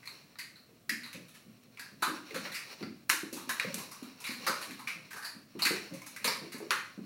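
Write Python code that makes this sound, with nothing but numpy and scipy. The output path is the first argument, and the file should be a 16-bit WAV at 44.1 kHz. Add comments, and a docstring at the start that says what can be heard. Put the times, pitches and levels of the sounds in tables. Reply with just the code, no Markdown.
"""Cats chasing a toy on bare boards

In a living room cats chase a small hard toy swung on a string over a bare wooden floor.
Toy and claws tap and skid: gritty noise bursts through resonances of board, shell and rattle.
Paws land with soft thumps from low resonances; fur and socks scuff as lumpy, grainy noise.
The room answers every contact with a decaying noise tail; a faint hush of air lies underneath."""
import sys
import numpy as np
from scipy import signal
from scipy.fft import rfft, irfft, next_fast_len
from scipy.io import wavfile
from scipy.ndimage import map_coordinates

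SR = 44100
rng = np.random.default_rng(int(sys.argv[2]) if len(sys.argv) > 2 else 0)


def unload_wav(signal):
    """Save mono or channel-first audio to the path in sys.argv[1] as 16-bit WAV at rate SR, clipped to [-1, 1]."""
    wavfile.write(
        sys.argv[1],
        SR,
        np.round(np.clip(np.atleast_2d(signal).T, -1, 1) * 32767).astype(np.int16),
    )


N = 310905  # samples in the scene
LIFE = 2 ** 15  # samples kept for one contact and its room answer

# Response of the small microphone. Each row: frequency in Hz, gain in dB.
MIC = [(30, -17), (120, -7), (300, -3.5), (750, -4.5), (1000, -4), (2500, -4.5), (3200, -12.5),
       (4100, -7.5), (5200, -8.5), (5800, -5.5), (8000, -9), (11000, -5.5), (15000, -11.5)]


def taps():
    """Each tap rings the board, the toy's shell and rattle, cracks in the treble and gives a faint low push."""
    # Hits of toy and claws. Each row: start in seconds, nominal peak in dB ahead of the microphone,
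    # board level in dB, pitch of the toy's ring in Hz, shell level in dB, rattle pitch in Hz,
    # rattle level in dB, crack level in dB, skid decay time in seconds, room over direct sound in dB.
    # Board, shell, rattle and crack levels are relative to the ring.
    tap_rows = [(0.026, -43, -10, 2040, -8, 4470, -13, -17, 0.0032, 14),
                (0.056, -37.5, -16, 2180, -12, 4340, 9, -4, 0.0025, 9),
                (0.074, -30, 11.5, 2140, 7, 4280, 25, 6.5, 0.003, 3.5),
                (0.356, -45.5, 4, 1990, -10, 4130, 6, -29, 0.0022, 3),
                (0.387, -27, -16, 1910, -9, 4600, 1, -8.5, 0.0028, 9.5),
                (0.557, -42, -5, 1690, -10, 4200, 12, -8, 0.0025, 10),
                (0.894, -18, -46, 1900, -24, 4820, -11, -19, 0.0023, 3.5),
                (1.033, -31, -1, 2070, 0, 4260, 18, -4, 0.0025, 11),
                (1.062, -37.5, 3, 2190, 0, 4200, 6, -4, 0.0022, 3),
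                (1.13, -33, -15, 2370, -7.5, 4450, -8, -10, 0.0021, 7),
                (1.147, -44, -15, 2120, -17, 3970, -3, -15, 0.0025, 7),
                (1.283, -43, -14, 1300, -8, 3760, 10, 1, 0.0033, 11),
                (1.342, -41, 2.5, 2530, 1.5, 4320, -1, -0.5, 0.007, 13),
                (1.773, -37.5, -10, 2310, -13, 3890, -22, -22, 0.0025, 4),
                (1.795, -30, -12.5, 1630, -26, 4550, -6, -13.5, 0.0053, 3),
                (2.023, -15, 0.5, 1460, -11.5, 4000, -5.5, -13, 0.0021, 13.5),
                (2.06, -31.5, 12, 1380, -18, 4700, 10, -9, 0.0023, 9),
                (2.308, -36.5, -18, 2130, -3, 4230, -6, -15, 0.0018, 3),
                (2.344, -24.5, -24, 1350, -4.5, 4200, -6, -10.5, 0.0075, 10),
                (2.452, -30, -2, 1980, -7, 4130, -7, -22, 0.0025, 9),
                (2.518, -30, -25, 1930, -4, 4070, 5, -5.5, 0.0031, 15),
                (2.542, -24, -16, 2150, -15, 4850, -6.5, -13.5, 0.0057, 18),
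                (2.827, -32.5, -19, 1460, 7, 4620, 13, -16, 0.0013, 1.5),
                (3.094, -15, -3, 1640, -11, 4000, -8, -4, 0.0013, 9),
                (3.099, -12, -3, 1780, -3.5, 4130, -8, -5.5, 0.0012, 2),
                (3.328, -28, 8, 2400, -17, 4600, -3, 14, 0.0032, 9),
                (3.365, -31.5, 11, 1310, -8, 3780, 3, 0, 0.0069, 17),
                (3.493, -18.5, -5.5, 1730, -21, 3740, -11, -12, 0.00083, 7.5),
                (3.598, -18.5, -15, 2120, -4, 4330, -11, -20, 0.0015, 2),
                (3.743, -23.5, 8, 1250, -21, 5240, -24, 21, 0.0025, 0),
                (3.782, -28.5, 14, 1610, -15, 4370, -16, 8.5, 0.0038, 7),
                (3.913, -32.5, 16.5, 1860, 0, 5400, 12, 9.5, 0.0022, 14),
                (4.029, -39, -7, 1360, -17, 4040, -6, -10, 0.0025, 5),
                (4.202, -34.5, 6, 2210, -14, 5080, -3, 1, 0.0075, 10),
                (4.241, -25, -11.5, 2270, -10, 4000, -1.5, -12, 0.0051, 8),
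                (4.267, -25.5, -13, 2190, -17, 4680, -3.5, -16, 0.0054, 7),
                (4.304, -28, -4, 1840, -10, 4200, 9, -4.5, 0.0075, 13),
                (4.466, -15.5, 1.5, 1450, -9.5, 4720, -4.5, -13.5, 0.0015, 12),
                (4.479, -24.5, -17, 1460, -8, 4170, -13, -1, 0.0025, 3.5),
                (4.614, -27, 3.5, 1210, -4, 4280, 1, -5.5, 0.0064, 9),
                (4.709, -33.5, -2, 2160, 0, 4060, 2, -3, 0.0023, 7),
                (4.791, -35, 9.5, 1290, -8, 4280, -1, -5, 0.0035, 17),
                (4.873, -22.5, -15.5, 2320, -13.5, 4900, -19, -20.5, 0.0048, 8.5),
                (5.106, -34, -1, 1740, -4, 4930, -32, -5.5, 0.0031, 17),
                (5.131, -34, 0, 1770, -12, 4390, -19, -8, 0.0025, 3),
                (5.162, -31, -5.5, 1580, -23, 4700, -19, -16.5, 0.0042, 13),
                (5.224, -32, -7, 1590, -19, 4670, -7, -17, 0.0029, 17),
                (5.245, -25.5, 0, 1720, -15, 4600, 8, -6, 0.0047, 18),
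                (5.591, -26.5, -5, 2420, -13, 4040, -13, -15, 0.0067, 6.5),
                (5.621, -14, 1, 2450, -11, 4430, 16, -3.5, 0.0025, 5.5),
                (5.627, -18, -3, 2230, -13, 4160, 34, -4, 0.0021, 7),
                (5.65, -14, -18, 1860, 4.5, 4640, 8, 2.5, 0.0016, 20),
                (5.669, -18, -3, 1860, -2, 4150, -9, -14, 0.0019, 0.5),
                (5.937, -36.5, 1, 2080, -6, 5000, -15, 1.5, 0.0029, 10),
                (6.017, -37, -2, 2280, -19, 5040, -19, -12, 0.0033, 6),
                (6.063, -32, -6, 1390, -24, 4120, -23, -1, 0.0021, 14),
                (6.163, -31, -26, 2050, -7, 5160, -35, -11.5, 0.0019, 5.5),
                (6.244, -14.5, 3.5, 2140, -4.5, 4060, 7, -2, 0.0039, 8.5),
                (6.277, -17, 8.5, 2080, -6, 4900, 14, -8, 0.0018, 6),
                (6.52, -30.5, 0, 2060, -7.5, 4450, 0, -6.5, 0.0044, 12),
                (6.581, -41, 6, 2020, -16, 4570, -6, 13, 0.0025, 5),
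                (6.707, -13.5, 8.5, 1420, 6.5, 4420, -4, -7, 0.00092, 3)]
    # Weaker rings of the toy's shell. Each row: pitch in Hz, width in Hz, level in dB added to the tap's shell level.
    shell_rings = [(1566, 167, -12), (1897, 1800, 4.5), (2790, 2100, -14.5)]
    columns = np.array(tap_rows).T[:, :, None]
    s, db, board_db, ring_hz, shell_db, rattle_hz, rattle_db, crack_db, skid, room_db = columns
    f = np.fft.rfftfreq(LIFE, 1 / SR)

    board = amp(board_db) * mode(f, hz=1058, width_hz=566) ** 2
    # a hit that wakes more shell rings broader: 0.14 dB of width per dB of shell
    width_over_pitch = np.clip(0.4 * amp(0.14 * shell_db), 0.1, 1)
    ring = mode(f, ring_hz, width_over_pitch * ring_hz) ** 2
    shell = sum(amp(shell_db + level) * mode(f, hz, width) ** 2 for hz, width, level in shell_rings)
    # a freer, louder rattle rings purer: 0.19 dB of width lost per dB of level
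    rattle_width_hz = 1190 * amp(-0.19 * rattle_db)
    rattle = amp(rattle_db) * mode(f, rattle_hz, rattle_width_hz) ** 2
    crack = amp(crack_db) * mode(f, hz=6350, width_hz=24200) ** 2

    body = board - ring - shell + rattle + crack
    floor = spots(count=len(s), spread=0.006, depth=0.44)
    sound = body * floor * contacts(skid, wet_db=room_db, build=0.00061, grit_db=-3.0)
    # the joists give once with the board, without echo
    push = amp(-4.5 + 0.27 * board_db) * mode(f, hz=24, width_hz=63)
    return played(s[:, 0], db[:, 0], sound + push, crest_db=8.5)


def paws():
    """A padded paw pushes the boards softly: a boom that depends on the spot and a duller thud above it."""
    # Landings. Each row: start in seconds, nominal peak in dB ahead of the microphone, boom pitch in Hz,
    # thud level in dB relative to the boom, contact decay time in seconds, room over direct sound in dB.
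    landings = [(0.12, -56.5, 370, -15, 0.0072, 4), (0.239, -58, 400, -10, 0.006, 1),
                (0.689, -55, 354, -22, 0.0047, 5), (0.889, -45, 257, -17, 0.006, 0),
                (0.91, -36, 229, -22, 0.0067, 5), (1.145, -39.5, 186, -9, 0.0091, 6),
                (1.462, -42.5, 240, -16, 0.0067, 3), (1.647, -55, 214, -20, 0.006, 3),
                (1.918, -46, 197, -17, 0.0075, 4), (2.023, -39.5, 315, -14, 0.0051, 0),
                (2.076, -33.5, 272, -22, 0.003, 12), (2.309, -40, 344, -7, 0.0079, 0),
                (2.343, -31.5, 200, 5, 0.006, 9), (2.453, -45, 172, 2, 0.0055, 6),
                (2.809, -34.5, 334, -23, 0.005, 1.5), (2.83, -32, 213, -22, 0.0045, -3.5),
                (3.096, -42, 306, -8, 0.006, 5), (3.232, -32.5, 272, -29, 0.0053, -2.5),
                (3.326, -34.5, 244, -14, 0.006, -0.5), (3.474, -40, 226, -6, 0.006, 1),
                (3.646, -30.5, 220, -2, 0.006, 1), (3.742, -34, 210, -9, 0.011, 8),
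                (4.024, -35.5, 244, -22, 0.0056, -1.5), (4.292, -35.5, 247, -14, 0.0046, 1),
                (4.386, -45, 210, -13, 0.006, -1), (4.474, -33.5, 331, 8, 0.0054, 9),
                (4.492, -33.5, 268, -2, 0.006, -8), (4.68, -40.5, 249, -16, 0.006, 3),
                (4.952, -45.5, 180, -28, 0.015, 9), (5.146, -51.5, 410, -13, 0.0065, 3),
                (5.348, -42.5, 205, -22, 0.006, 3), (5.552, -34.5, 242, -28, 0.0049, 1),
                (5.658, -37, 304, -19, 0.0052, -3), (5.708, -26.5, 320, -26, 0.0037, 2.5),
                (5.907, -34, 272, -5, 0.0068, 4.5), (6.202, -49, 210, -8, 0.006, 1),
                (6.249, -31, 392, -11, 0.0071, 6.5), (6.416, -36.5, 310, -13, 0.0079, 3),
                (6.543, -36.5, 244, -14, 0.0054, -1), (6.602, -33.5, 347, -28, 0.006, 2),
                (6.702, -37.5, 392, 1, 0.0075, 3), (6.976, -33, 174, -28, 0.0068, 7)]
    s, db, boom_hz, thud_db, contact, room_db = np.array(landings).T[:, :, None]
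    f = np.fft.rfftfreq(LIFE, 1 / SR)
    boom = mode(f, boom_hz, width_hz=0.42 * boom_hz) ** 2
    thud = amp(thud_db) * mode(f, hz=547, width_hz=126) ** 2
    boards = amp(-4.5) * mode(f, hz=229, width_hz=196) ** 2
    body = boom - thud + boards
    floor = spots(count=len(s), spread=0.0056, depth=0.77)
    sound = body * floor * contacts(contact, wet_db=room_db, build=0.0015, grit_db=1.5)
    return played(s[:, 0], db[:, 0], sound, crest_db=5.5)


def scuff():
    """Soft gritty rubbing of fur and socks on the boards, which comes in lumps and rings on in the room."""
    # Rubbing over time. Each row: time in seconds, level in dB ahead of lumps, room and microphone.
    rub_levels = [(0.0, -61), (0.14, -49), (0.39, -66), (0.7, -61.5), (0.94, -75), (1.06, -53),
                  (1.55, -63.5), (1.77, -60.5), (2.26, -49.5), (2.51, -44.5), (2.61, -50), (2.75, -47.5),
                  (2.9, -57.5), (3.14, -68), (3.26, -53.5), (3.65, -42.5), (4.02, -50), (4.26, -53.5),
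                  (4.46, -41), (5.2, -57), (5.38, -62.5), (5.61, -56.5), (5.77, -39), (6.05, -56.5),
                  (6.42, -50.5), (7.05, -56)]
    # Colour of fur and socks on wood. Each row: frequency in Hz, relative spectral level in dB per Hz.
    fur_colour = [(150, -7), (400, 2), (750, -3), (1500, -6), (3000, -3), (4500, -0.5), (8000, -10),
                  (12000, -19), (16000, -9.5)]
    grains = rng.standard_normal(N) * amp(4.7 * rng.standard_normal(N))  # uneven grit
    rubbing = unit(filtered(grains, lambda hz: amp(along(fur_colour, hz))))
    lumps = amp(3 * wobble(30))
    times, db = np.transpose(rub_levels)
    level = amp(np.interp(np.arange(N) / SR, times, db))
    # one very short contact with its answer serves as the room's echo
    echo_spectrum = contacts(np.array([[0.0005]]), wet_db=-9.0, build=0.0051, grit_db=-14)
    room = irfft(echo_spectrum, LIFE)[0]
    close_sound = rubbing * lumps * level
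    return signal.fftconvolve(close_sound, room / np.linalg.norm(room))[:N]


def air():
    """The faint hush of the house: coloured noise whose level wavers a little."""
    # Colour of the hush as heard through the microphone.
    # Each row: frequency in Hz, relative spectral level in dB per Hz.
    hush_colour = [(41, -16.5), (70, -10.5), (118, 4.5), (268, 3), (394, -8.5), (695, -7.5), (892, -24),
                   (977, -22), (1070, -12.5), (1930, -17.5), (3570, -19), (4800, -21.5), (14900, -22.5),
                   (16000, -13)]
    # the microphone's colour is taken out here because record() adds it
    colour = lambda hz: amp(along(hush_colour, hz) - along(MIC, hz))
    hush = unit(filtered(rng.standard_normal(N), colour))
    level_db = -53 + 0.23 * wobble(12.0)  # ahead of the microphone
    return amp(level_db) * hush


def contacts(length, wet_db, build, grit_db):
    """Spectra of gritty direct sounds, each with a fresh room answer that swells while its contact lasts."""
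    # Reverberation of the living room. Each row: frequency in Hz, time to fall 60 dB in seconds.
    room_decay = [(150, 0.64), (500, 0.37), (1400, 0.44), (4000, 0.43), (10000, 0.39), (16000, 0.27)]
    n = LIFE * 3 // 4
    length, age = np.clip(length, 1e-4, 0.06), np.arange(n) / SR  # seconds
    # noise that dies away at its own pace in each band
    hz, t, z = signal.stft(rng.standard_normal((len(length), n)), SR, nperseg=256)
    decay = amp(-60 * t / along(room_decay, hz)[:, None])
    tail = signal.istft(z * decay, SR, nperseg=256)[1][:, :n]
    # single walls stand out at first
    walls = amp(5.98 * np.exp(-age / 0.015) * rng.standard_normal(tail.shape))
    swell = 1 - np.exp(-age / (build + length))
    tail = tail * walls * swell
    grit = amp(grit_db * rng.standard_normal(tail.shape))
    direct = rng.standard_normal(tail.shape) * grit * np.exp(-age / length)
    norm = lambda x: np.linalg.norm(x, axis=1, keepdims=True)
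    return rfft(direct / norm(direct) + amp(wet_db) * tail / norm(tail), LIFE)


def spots(count, spread, depth):
    """Each spot on the floor adds its own cluster of very close reflections, which ripples the colour."""
    t = np.arange(SR // 50) / SR
    near = rng.standard_normal((count, len(t))) * np.exp(-t / spread)
    near = near / np.linalg.norm(near, axis=1, keepdims=True)
    return 1 + depth * rfft(near, LIFE)


def mode(f, hz, width_hz):
    """A causal resonance of peak gain 1."""
    return 1j * f * width_hz / (hz * hz - f * f + 1j * f * width_hz + 1e-9)


def played(times, db, spectra, crest_db):
    """Place each contact at its moment, the RMS of its first 40 ms crest_db below its nominal peak."""
    out = np.zeros(N + LIFE)
    for s, level, sound in zip(times, db, irfft(spectra, LIFE)):
        head_rms = np.sqrt(np.mean(sound[:SR // 25] ** 2))
        out[round(s * SR):][:LIFE] += amp(level - crest_db) * sound / head_rms
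    return out[:N]


def amp(db):
    """Amplitude factor of a level in dB."""
    return 10 ** (np.asarray(db) / 20)


def unit(x):
    """Scale x to an RMS of 1."""
    return x / np.sqrt(np.mean(x ** 2) + 1e-20)


def along(points, hz):
    """Read a curve of (Hz, value) points on a log frequency axis."""
    f, v = np.transpose(points)
    return np.interp(np.log(hz + 1), np.log(f + 1), v)


def wobble(rate):
    """A smooth random curve with rate knots a second."""
    knots = rng.standard_normal(int(N * rate / SR) + 4)
    return map_coordinates(knots, [np.arange(N) * rate / SR])


def filtered(x, response):
    """Shape the spectrum of x by a response given as a function of frequency in Hz."""
    m = next_fast_len(N + SR // 2)
    return irfft(rfft(x, m) * response(np.fft.rfftfreq(m, 1 / SR)), m)[..., :N]


def scene():
    """Taps, paws and scuffing over the hush of the house, on one channel."""
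    return (taps() + paws() + scuff() + air())[None]


def record(dry):
    """A small microphone colours the sound and keeps nothing above its band limit."""
    top_hz = 15900
    return filtered(dry, lambda hz: amp(along(MIC, hz)) * (hz < top_hz))


dry = scene()
out = record(dry)
unload_wav(out)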